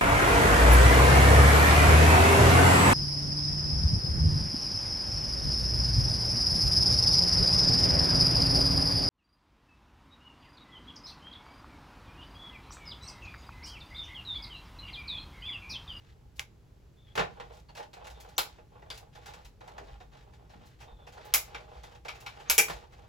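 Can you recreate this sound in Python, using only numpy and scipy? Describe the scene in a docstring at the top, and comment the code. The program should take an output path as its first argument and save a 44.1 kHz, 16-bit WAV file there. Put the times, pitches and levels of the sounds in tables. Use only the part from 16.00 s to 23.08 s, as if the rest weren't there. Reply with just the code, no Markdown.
"""A hand-cranked die-cutting machine on a desk in a small room, close by and to one side of a stereo mic.
Its acrylic plates knock onto the platform, then creep between the rollers, push by push, with a gritty
rumble. The gears tick, the crank squeaks faintly, the frame groans, and the rocking machine thumps the
desk. Loudest are the squeezed plates, which snap as their stress lets go, most of all as they come free."""
import sys
import numpy as np
from scipy import signal
from scipy.fft import rfft, irfft
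from scipy.io import wavfile
from scipy.ndimage import uniform_filter1d

SR = 44100
rng = np.random.default_rng(int(sys.argv[2]) if len(sys.argv) > 2 else 0)


def unload_audio(sound):
    """Save the sound as a 16-bit wav file, at the path given as the first command line argument."""
    columns = np.transpose(np.atleast_2d(sound))
    # keep every value between -1 and 1, then stretch to whole-number steps
    steps = np.round(np.clip(columns, -1, 1) * 32767)
    wavfile.write(sys.argv[1], SR, steps.astype(np.int16))


N = 312228
TIME = np.arange(N) / SR
TAPS = 4096
BINS = np.fft.rfftfreq(TAPS, 1 / SR)

# room tone and the desk's tremor: (frequency [Hz], relative level [dB])
ROOM_TONE = [(100, -1.5), (200, -4), (450, -7), (800, -17), (2000, -22.5), (6000, -28), (16000, -36)]
DESK_SPECTRUM = [(15, -32.5), (28, -10), (42, -5), (55, 3), (72, -4.5), (95, -6.5), (120, -3.5), (160, -12),
                 (240, -25.5), (400, -26), (900, -66.5)]
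# decay of the small room: (frequency [Hz], t60 [s])
ROOM_DECAY = [(150, 0.42), (700, 0.26), (2500, 0.22), (6000, 0.23), (14000, 0.16)]
# the plates are held near the mic, then laid in the machine: (time [s], reverb level [dB])
ROOM_SEND = [(.5, -17), (1.1, -9)]
# phase between the two mic ports: (frequency [Hz], lead of the left [rad])
MIC_PHASE = [(40, 4), (120, -1.2), (250, 1.4), (500, -1.97), (1050, -1.5), (1500, -2), (2000, 1.45),
             (4000, -0.76), (6500, 0.5), (11000, 1.68), (15000, 2.5)]
# balance between them: (frequency [Hz], left minus right [dB])
MIC_BALANCE = [(100, -2), (350, 0), (800, -3.5), (1500, -1.5), (2300, 1.5), (5000, 2.5), (9000, 0)]
# dips in the mic's treble: (frequency [Hz], width [Hz], gain [dB])
MIC_NOTCHES = [(9040, 1180, -22), (13240, 600, -21.5)]

# resonances: (frequency [Hz], width [Hz], relative gain [dB])
HOUSING_PEAKS = [(270, 140, -11.5), (480.3, 110, 6.5), (617, 40, 6), (730.5, 37, 4), (814, 160, 8),
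                 (1440, 160, 5.5), (2650, 260, 2)]
HOLLOW_PEAK = [(870, 130, 1.5)]  # the housing's note under the rollers
PLATE_PEAKS = [(1570, 200, 3), (1810, 550, -6), (2190, 380, 4.5), (4440, 330, -2.5), (5190, 560, 0.5),
               (7150, 600, 2), (8200, 1700, -2.5), (11400, 2200, 3)]
# ringing modes of the plate stack: (frequency [Hz], relative level [dB], t60 [s])
PLATE_MODES = [(1736, -5.5, 0.21), (2250, 1, 0.097), (2322, 1, 0.11), (2360, 0.5, .12), (2410, 2, 0.15),
               (2610, -3.5, 0.1), (5580, 2, 0.095), (5700, 2.5, 0.1), (6000, -1.5, 0.12), (6300, -8, 0.13),
               (7024, -11.5, 0.14), (10770, -9.5, .12), (11200, -8, .12), (15200, -7.5, .1)]
# tone of each kind of contact: (frequency [Hz], relative level [dB])
ROLLER_SPECTRUM = [(120, -12.5), (250, -22), (420, -2), (800, -2), (1100, -4), (1800, -17.5), (3500, -19.5),
                   (8000, -59)]
RUB_SPECTRUM = [(500, -16.5), (1300, 7.5), (2400, 5.5), (4000, 2.5), (7500, -8.5), (11000, -15.5),
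                (16000, -21.5)]
TICK_SPECTRUM = [(700, -12.5), (2200, -16), (5300, -22), (13000, -33.5)]
KNOCK_SPECTRUM = [(220, -3.5), (900, -2), (3200, -12), (13000, -32)]
HELD_SPECTRUM = [(400, -4), (1050, 4.5), (2300, -2), (4000, 3), (6500, -5), (13000, -2)]  # snap of a plate gripped by the rollers
FREE_SPECTRUM = [(400, -4.5), (1050, -7.5), (2300, 5), (4000, -9), (6500, 5.5), (13000, 2.5)]  # snap of a plate that has come free

# the rocking machine thumps the desk: (time [s], pitch [Hz], level [dB])
DESK_THUMPS = [(1.18, 48, -43), (2.09, 59.3, -49), (2.378, 45, -51), (3.449, 50.5, -45), (3.919, 53.6, -45),
               (4.92, 47.2, -43), (5.319, 47.3, -47.5), (5.76, 59, -44), (6.49, 55, -46),
               (6.73, 52.3, -41.5)]
# crank and plates squeak: (time [s], length [s], pitch [Hz], glide [Hz], level [dB])
DRY_SQUEAKS = [(0.957, 0.13, 3520, 53, -72.5), (1.064, 0.085, 3370, 62, -68.5),
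               (1.684, 0.026, 4440, -100, -63), (2.13, 0.076, 3590, -30, -69),
               (2.364, 0.025, 6000, 98, -55), (2.901, 0.016, 3470, 49, -44.5),
               (2.905, .03, 4650, 49, -48.5), (4.86, 0.1, 3635, -51, -71), (4.954, .125, 3500, -20.5, -71),
               (6.48, 0.021, 6430, -100, -54.5)]
# the loaded frame groans: (start [s], end [s], pitch [Hz], level [dB])
FRAME_GROANS = [(3.78, 3.888, 560, -50.5), (4.537, 4.686, 207, -59)]
# plates slide on the platform and each other: (start [s], end [s], level [dB], brightness [dB/octave])
PLATE_SLIDES = [(-0.03, 0.16, -68, 0), (0.355, 0.416, -60, 10), (0.38, 0.434, -53, -1.5),
                (1.058, 1.163, -70, -2), (1.52, 1.633, -63.5, 7), (2.907, 3.025, -58, 5.5),
                (4.113, 4.26, -63.5, 0), (4.32, 4.38, -63, 2), (4.517, 4.78, -68, -1),
                (4.785, 4.878, -60.5, 1), (5.196, 5.376, -59.5, -1.5), (6.445, 6.54, -52, -5.5),
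                (6.696, 6.805, -53, 3.5)]
# the hand pushes the crank: (start [s], end [s], relative rumble level [dB], rubbing level [dB])
CRANK_PUSHES = [(1.283, 1.655, -59.5, -70), (1.745, 1.888, -63.5, -61.5), (1.96, 2.397, -59, -67),
                (2.42, 2.63, -66.5, -67), (2.712, 3.12, -61, -76.5), (3.12, 3.495, -61, -64.5),
                (3.627, 4.012, -62, -65.5), (4.107, 4.713, -64.5, -82), (4.794, 5.14, -63, -83.5),
                (5.125, 5.967, -60, -65.5), (6.042, 6.905, -60.5, -64.5), (6.892, 7.15, -65, -67.5)]
# gears and plates tick: (time [s], relative level [dB], brightness [dB/octave], drag [s])
GEAR_TICKS = [(1.6872, -4.5, -3, 0.0043), (1.751, 1.5, 1, .002), (1.768, 8, 0, 0.0071),
              (1.7927, 4, -6, .005), (1.828, 0, -1.5, 0.0017), (1.9322, 3, 0, .004),
              (1.9662, -3, -5, 0.0028), (2.0447, 2, -0.5, 0.0038), (2.0689, 3.5, 1.5, .002),
              (2.1018, -2, 2.5, .003), (2.2022, -3, 5.5, .004), (2.2891, -10, 4.5, .003),
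              (2.5821, -7.5, -5, 0.0047), (2.8218, -6.5, -5, 0.0024), (2.9766, -1, 5, 0.00066),
              (3.1515, -0.5, -0.5, 0.0034), (3.2596, 3.5, 2.5, 0.0024), (3.2747, 4, -1, 0.011),
              (3.337, 2.5, 1, 0.0012), (3.4489, -2.5, 3, .004), (3.6065, -0.5, -4, 0.0036),
              (3.677, 1, -1, .002), (3.7805, 5, -2.5, 0.0011), (3.882, -4.5, -4, 0.0032),
              (4.0028, -0.5, -3, 0.0053), (4.4959, -4.5, -1, 0.0082), (4.658, -12.5, 5.5, 0.0067),
              (4.8047, 0.5, .5, .008), (5.0678, 1.5, -1, 0.007), (5.1233, -3, 1.5, 0.006),
              (5.1751, -1, -2.5, .003), (5.2502, -18, 11, .004), (5.8345, 3, 0.5, 0.0033),
              (5.9172, -4.5, -1.5, 0.0045), (5.95, -2.5, -1.5, .003), (6.0498, 6, -2, .004),
              (6.149, 1.5, -.5, 0.0048), (6.2037, -2.5, 4.5, 0.0046), (6.369, -4, -4, 0.0013),
              (6.3981, 1.5, -1, 0.0055), (6.9236, -5, -1, .006)]
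# plates knock against the machine: (time [s], relative level [dB], treble [dB])
PLATE_KNOCKS = [(1.154, 3.5, 8), (1.176, 14.5, -5), (1.1939, 14.5, -9.5), (1.209, 8, -36),
                (1.399, -1.5, -8), (6.683, 0, 13.5), (6.698, 5.5, 3)]
# squeezed plates snap: (time [s], relative level [dB], bass [dB], treble [dB], plate freedom [0-1],
# plate ring [dB], housing rattle over the crack [dB])
PLATE_SNAPS = [(0.3951, 1, -3, -14, 0.48, -25, -7), (2.381, 10.5, 2.5, -4, 0.02, -29.5, 2.5),
               (2.9028, -3, 2.5, -19.5, 0.3, -40, 1), (5.339, 11.5, -3.5, 3, 0.45, -19.5, 3),
               (5.545, -2.5, 4, -31.5, 0.3, -17, 27.5), (6.0833, -1, -2.5, -24, 0.2, -12, 10),
               (6.263, -3.5, -1.5, -20, .1, -12.5, 8), (6.499, 11.5, -2, 1, 0.4, -16, 5),
               (6.5802, 14.5, 5.5, -1, 0.82, -10, 7), (6.5889, 9, 4.5, -9.5, .9, -15.5, 8)]

PUSH_RISE_S, PUSH_FALL_S = 0.02, 0.08
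PIVOT_HZ, TREBLE_HZ, BAND_LIMIT_HZ = 2200, 13000, 16100


def amp(db):
    """Decibels to gain."""
    return 10 ** (np.asarray(db) / 20)


def unit_rms(x):
    """Scales to rms 1."""
    return x / np.sqrt(np.mean(x ** 2) + 1e-20)


def unit_energy(x):
    """Scales each channel to energy 1."""
    return x / np.linalg.norm(x, axis=-1, keepdims=True)


def curve(points, hz=BINS):
    """Joins (frequency [Hz], value) points on a log-frequency axis."""
    f, value = np.transpose(points)
    return np.interp(np.log(hz + 1), np.log(f + 1), value)


def bumps(rows):
    """Bell-shaped peaks or dips: dB over frequency."""
    return sum(db / (1 + (2 * (BINS - hz) / width) ** 2) ** 2 for hz, width, db in rows)


def low_cut(hz):
    """A small part radiates little below hz: dB over frequency."""
    return -10 * np.log10(1 + (hz / (BINS + 1)) ** 4)


def tilt(db_per_octave):
    """Brightens or dulls the sound, flat below 500 Hz: dB over frequency."""
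    return db_per_octave * np.log2(np.maximum(BINS, 500) / PIVOT_HZ)


def treble(db):
    """A sharper contact has more treble, rising faster towards the top: dB over frequency."""
    return db * curve([(PIVOT_HZ, 0), (TREBLE_HZ, 1)]) ** 1.42


def colour(x, db):
    """Minimum-phase filter with the given dB curve."""
    log_gain = np.log(amp(np.maximum(db, -100)))
    mirrored = np.concatenate([log_gain, log_gain[-2:0:-1]])
    taps = np.fft.ifft(np.exp(np.conj(signal.hilbert(mirrored)))).real
    return signal.fftconvolve(x, taps[None], axes=1)[:, :x.shape[1]]


def add(mix, s, sound):
    """Mixes a stereo sound in at time s."""
    part = mix[:, max(round(s * SR), 0):][:, :sound.shape[1]]
    part += sound[:, :part.shape[1]]


def stroke(start, end, rise_s, fall_s):
    """Envelope of one movement: rise, hold, fall."""
    return np.clip(np.minimum((TIME - start) / rise_s, (end - TIME) / fall_s), 0, 1)


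def noise_pair(size, share):
    """Left and right noise with a share of their power in common."""
    common = rng.standard_normal(size)
    return np.sqrt(share) * common + np.sqrt(1 - share) * rng.standard_normal((2, size))


def room_tone():
    """The faint, steady hiss of the room."""
    return amp(-64.5) * unit_rms(colour(noise_pair(N, 0.45), curve(ROOM_TONE)))


def room_reverb(x, reflections_per_s=3000, gap_s=0.006):
    """Near walls return sparse reflections, the treble dying first."""
    t = np.arange(SR // 2) / SR
    signs = rng.choice([-1., 1.], (2, len(t)))
    reflections = signs * (rng.random((2, len(t))) < reflections_per_s / SR) * (t > gap_s)
    hz, age, spectra = signal.stft(reflections, SR, nperseg=256)
    decay = amp(-60 * age / curve(ROOM_DECAY, hz)[:, None])
    tail = signal.istft(spectra * decay, SR, nperseg=256)[1]
    return signal.fftconvolve(x, unit_energy(tail), axes=1)[:, :N]


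def mic_ports(x):
    """The machine stands off axis: its sound meets the two ports with different phase and level."""
    hz = np.fft.rfftfreq(N, 1 / SR)
    left, right = rfft(x)
    lean = amp(curve(MIC_BALANCE, hz) / 2)
    lag = np.exp(-1j * curve(MIC_PHASE, hz))
    return irfft(np.array([left * lean, right / lean * lag]), N)


def desk(tremor_db=-56, swell_s=0.02):
    """The desk trembles steadily and booms as the machine rocks on it."""
    out = amp(tremor_db) * unit_rms(colour(noise_pair(N, 0.96), curve(DESK_SPECTRUM)))
    t = np.arange(SR // 4) / SR
    envelope = t / swell_s * np.exp(1 - t / swell_s)
    for s, hz, db in DESK_THUMPS:
        boom = amp(db) * envelope * np.sin(2 * np.pi * hz * t)
        add(out, s, np.array([boom, boom]))
    return out


def squeaks(waver_hz=120, flutter=0.72):
    """Dry surfaces stick and slip, singing briefly on a rough, unsteady pitch."""
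    out = np.zeros((2, N))
    for s, length, hz, glide_hz, db in DRY_SQUEAKS:
        size = int(length * SR)
        waver = unit_rms(uniform_filter1d(rng.standard_normal(size), size=36))
        grip = 1 + flutter * unit_rms(uniform_filter1d(rng.standard_normal(size), size=200))
        pitch = hz + glide_hz * np.linspace(-.5, .5, size) + waver_hz * waver
        phase = 2 * np.pi * np.cumsum(pitch) / SR
        tone = unit_rms(grip * np.sin(phase) * signal.windows.tukey(size, .4))
        add(out, s, amp(db) * np.array([tone, tone]))
    return out


def grit(per_s, spread_db, slip_s, smooth):
    """Tiny slips of uneven size, each a short dying rasp, over a smooth rubbing noise."""
    sizes = amp(spread_db * np.minimum(rng.exponential(1, N), 3))
    slips = sizes * (rng.random(N) < per_s / SR)
    power = signal.lfilter([1], [1, -np.exp(-2 / (slip_s * SR))], slips ** 2)
    return unit_rms(noise_pair(N, 0.72) * np.sqrt(power / power.mean() + smooth ** 2))


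def groans(width_share=0.74):
    """The frame gives under load with a low, rough note."""
    out = np.zeros((2, N))
    rasp = grit(per_s=170, spread_db=1, slip_s=0.016, smooth=0.48)
    for start, end, hz, db in FRAME_GROANS:
        band_db = -20 * np.log10(1 + (2 * (BINS - hz) / (width_share * hz)) ** 2)
        out += amp(db) * stroke(start, end, PUSH_RISE_S, PUSH_FALL_S) * unit_rms(colour(rasp, band_db))
    return out


def slides():
    """The plates slide in short, gritty scrapes."""
    out = np.zeros((2, N))
    rasp = grit(per_s=160, spread_db=0, slip_s=0.01, smooth=0.55)
    for start, end, db, brightness in PLATE_SLIDES:
        scrape = unit_rms(colour(rasp, curve(RUB_SPECTRUM) + tilt(brightness)))
        out += amp(db) * stroke(start, end, rise_s=0.014, fall_s=0.043) * scrape
    return out


def rollers(crackle_db=-7):
    """With each push of the crank the rollers rumble in the housing while the plates rub and crackle."""
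    rumble_level, rub_level = amp(-79), amp(-86)  # at rest between pushes
    for start, end, rumble_db, rub_db in CRANK_PUSHES:
        push = stroke(start, end, PUSH_RISE_S, PUSH_FALL_S)
        rumble_level = np.maximum(rumble_level, amp(rumble_db) * push)
        rub_level = np.maximum(rub_level, amp(rub_db) * push)
    rolling = grit(per_s=62, spread_db=3, slip_s=0.021, smooth=0.3)
    rumble = unit_rms(colour(rolling, curve(ROLLER_SPECTRUM) + bumps(HOUSING_PEAKS + HOLLOW_PEAK)))
    dragging = grit(per_s=70, spread_db=2, slip_s=0.036, smooth=0.38)
    rub = unit_rms(colour(dragging, curve(RUB_SPECTRUM)))
    fine_slips = grit(per_s=45, spread_db=3, slip_s=0.0027, smooth=0.05)
    crackle = unit_rms(colour(fine_slips, curve(RUB_SPECTRUM) + tilt(db_per_octave=2.5)))
    return amp(4) * rumble * rumble_level + (rub + amp(crackle_db) * crackle) * rub_level


def impact(crack_s, crack_hz, ring_t60, ring_db, swell_s):
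    """A brief bright crack; the dense ring of plastic parts and desk builds behind it and soon dies."""
    t = np.arange(2 * TAPS) / SR
    burst = unit_energy(noise_pair(len(t), 1.0) * np.exp(-t / crack_s))
    crack = colour(burst, low_cut(crack_hz))
    ring = unit_energy(noise_pair(len(t), 0.68) * amp(-60 * t / ring_t60) * (1 - np.exp(-t / swell_s)))
    return unit_energy(crack + amp(ring_db) * ring)


def ticks(hollow_db=8, part_db=6):
    """Gears and plates slip, heard through the housing; a dragging slip swells into a scrape."""
    out = np.zeros((2, N))
    for s, db, brightness, drag_s in GEAR_TICKS:
        low, high = rng.random(2)  # each slip rings other small parts
        parts = [(650 + 330 * low, 130, hollow_db), (1400 + 2800 * high, 400, part_db)]
        tone_db = db + curve(TICK_SPECTRUM) + tilt(brightness) + low_cut(hz=370) + bumps(parts)
        slip = impact(crack_s=0.0007, crack_hz=3530, ring_t60=0.09 + 7 * drag_s,
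                      ring_db=5.5 + 650 * drag_s, swell_s=drag_s)
        add(out, s, colour(slip, tone_db))
    return amp(-1.5) * colour(out, bumps(HOUSING_PEAKS))


def knocks():
    """The plates bump the platform and the housing answers."""
    out = np.zeros((2, N))
    for s, db, treble_db in PLATE_KNOCKS:
        tone_db = db + curve(KNOCK_SPECTRUM) + treble(treble_db) + low_cut(hz=107)
        knock = impact(crack_s=0.0046, crack_hz=499, ring_t60=0.14, ring_db=17.5, swell_s=0.00039)
        add(out, s, colour(knock, tone_db))
    return amp(2) * colour(out, bumps(HOUSING_PEAKS))


def plate_ring(swell_s=0.003):
    """The modes of the plates ring out, each from a random phase."""
    t = np.arange(SR // 3) / SR
    modes = sum(amp(db - 60 * t / t60) * np.sin(2 * np.pi * (hz * t + rng.random()))
                for hz, db, t60 in PLATE_MODES)
    return unit_energy(np.array([modes, modes]) * (1 - np.exp(-t / swell_s)))


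def snaps():
    """Stress in the squeezed plates lets go at once; a free plate sounds more of its own resonances."""
    out = np.zeros((2, N))
    for s, db, bass_db, treble_db, free, ring_db, rattle_db in PLATE_SNAPS:
        plate_db = (1 - free) * curve(HELD_SPECTRUM) + free * curve(FREE_SPECTRUM) + bumps(PLATE_PEAKS)
        contact_db = db + curve([(400, bass_db), (1050, 0.0037)]) + treble(treble_db)
        tone_db = contact_db + plate_db + low_cut(hz=330) + 0.67 * bumps(HOUSING_PEAKS)
        snap = amp(ring_db) * plate_ring()
        crack = impact(crack_s=0.00055, crack_hz=1700, ring_t60=0.13, ring_db=rattle_db, swell_s=0.0016)
        add(snap, 0, crack)
        add(out, s, colour(snap, tone_db))
    return out


def scene():
    """The machine close to the mic, the desk under it and the small room around it."""
    machine = snaps() + knocks() + ticks() + rollers() + slides() + groans() + squeaks()
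    send = amp(np.interp(TIME, *np.transpose(ROOM_SEND)))
    return mic_ports(machine + room_reverb(send * machine)) + desk() + room_tone()


def record(dry):
    """The microphone's two treble notches, then the band limit."""
    heard = colour(dry, bumps(MIC_NOTCHES))
    low_pass = signal.firwin(127, BAND_LIMIT_HZ, window=("kaiser", 9), fs=SR)
    return signal.oaconvolve(heard, low_pass[None], "same")


dry = scene()
out = record(dry)
unload_audio(out)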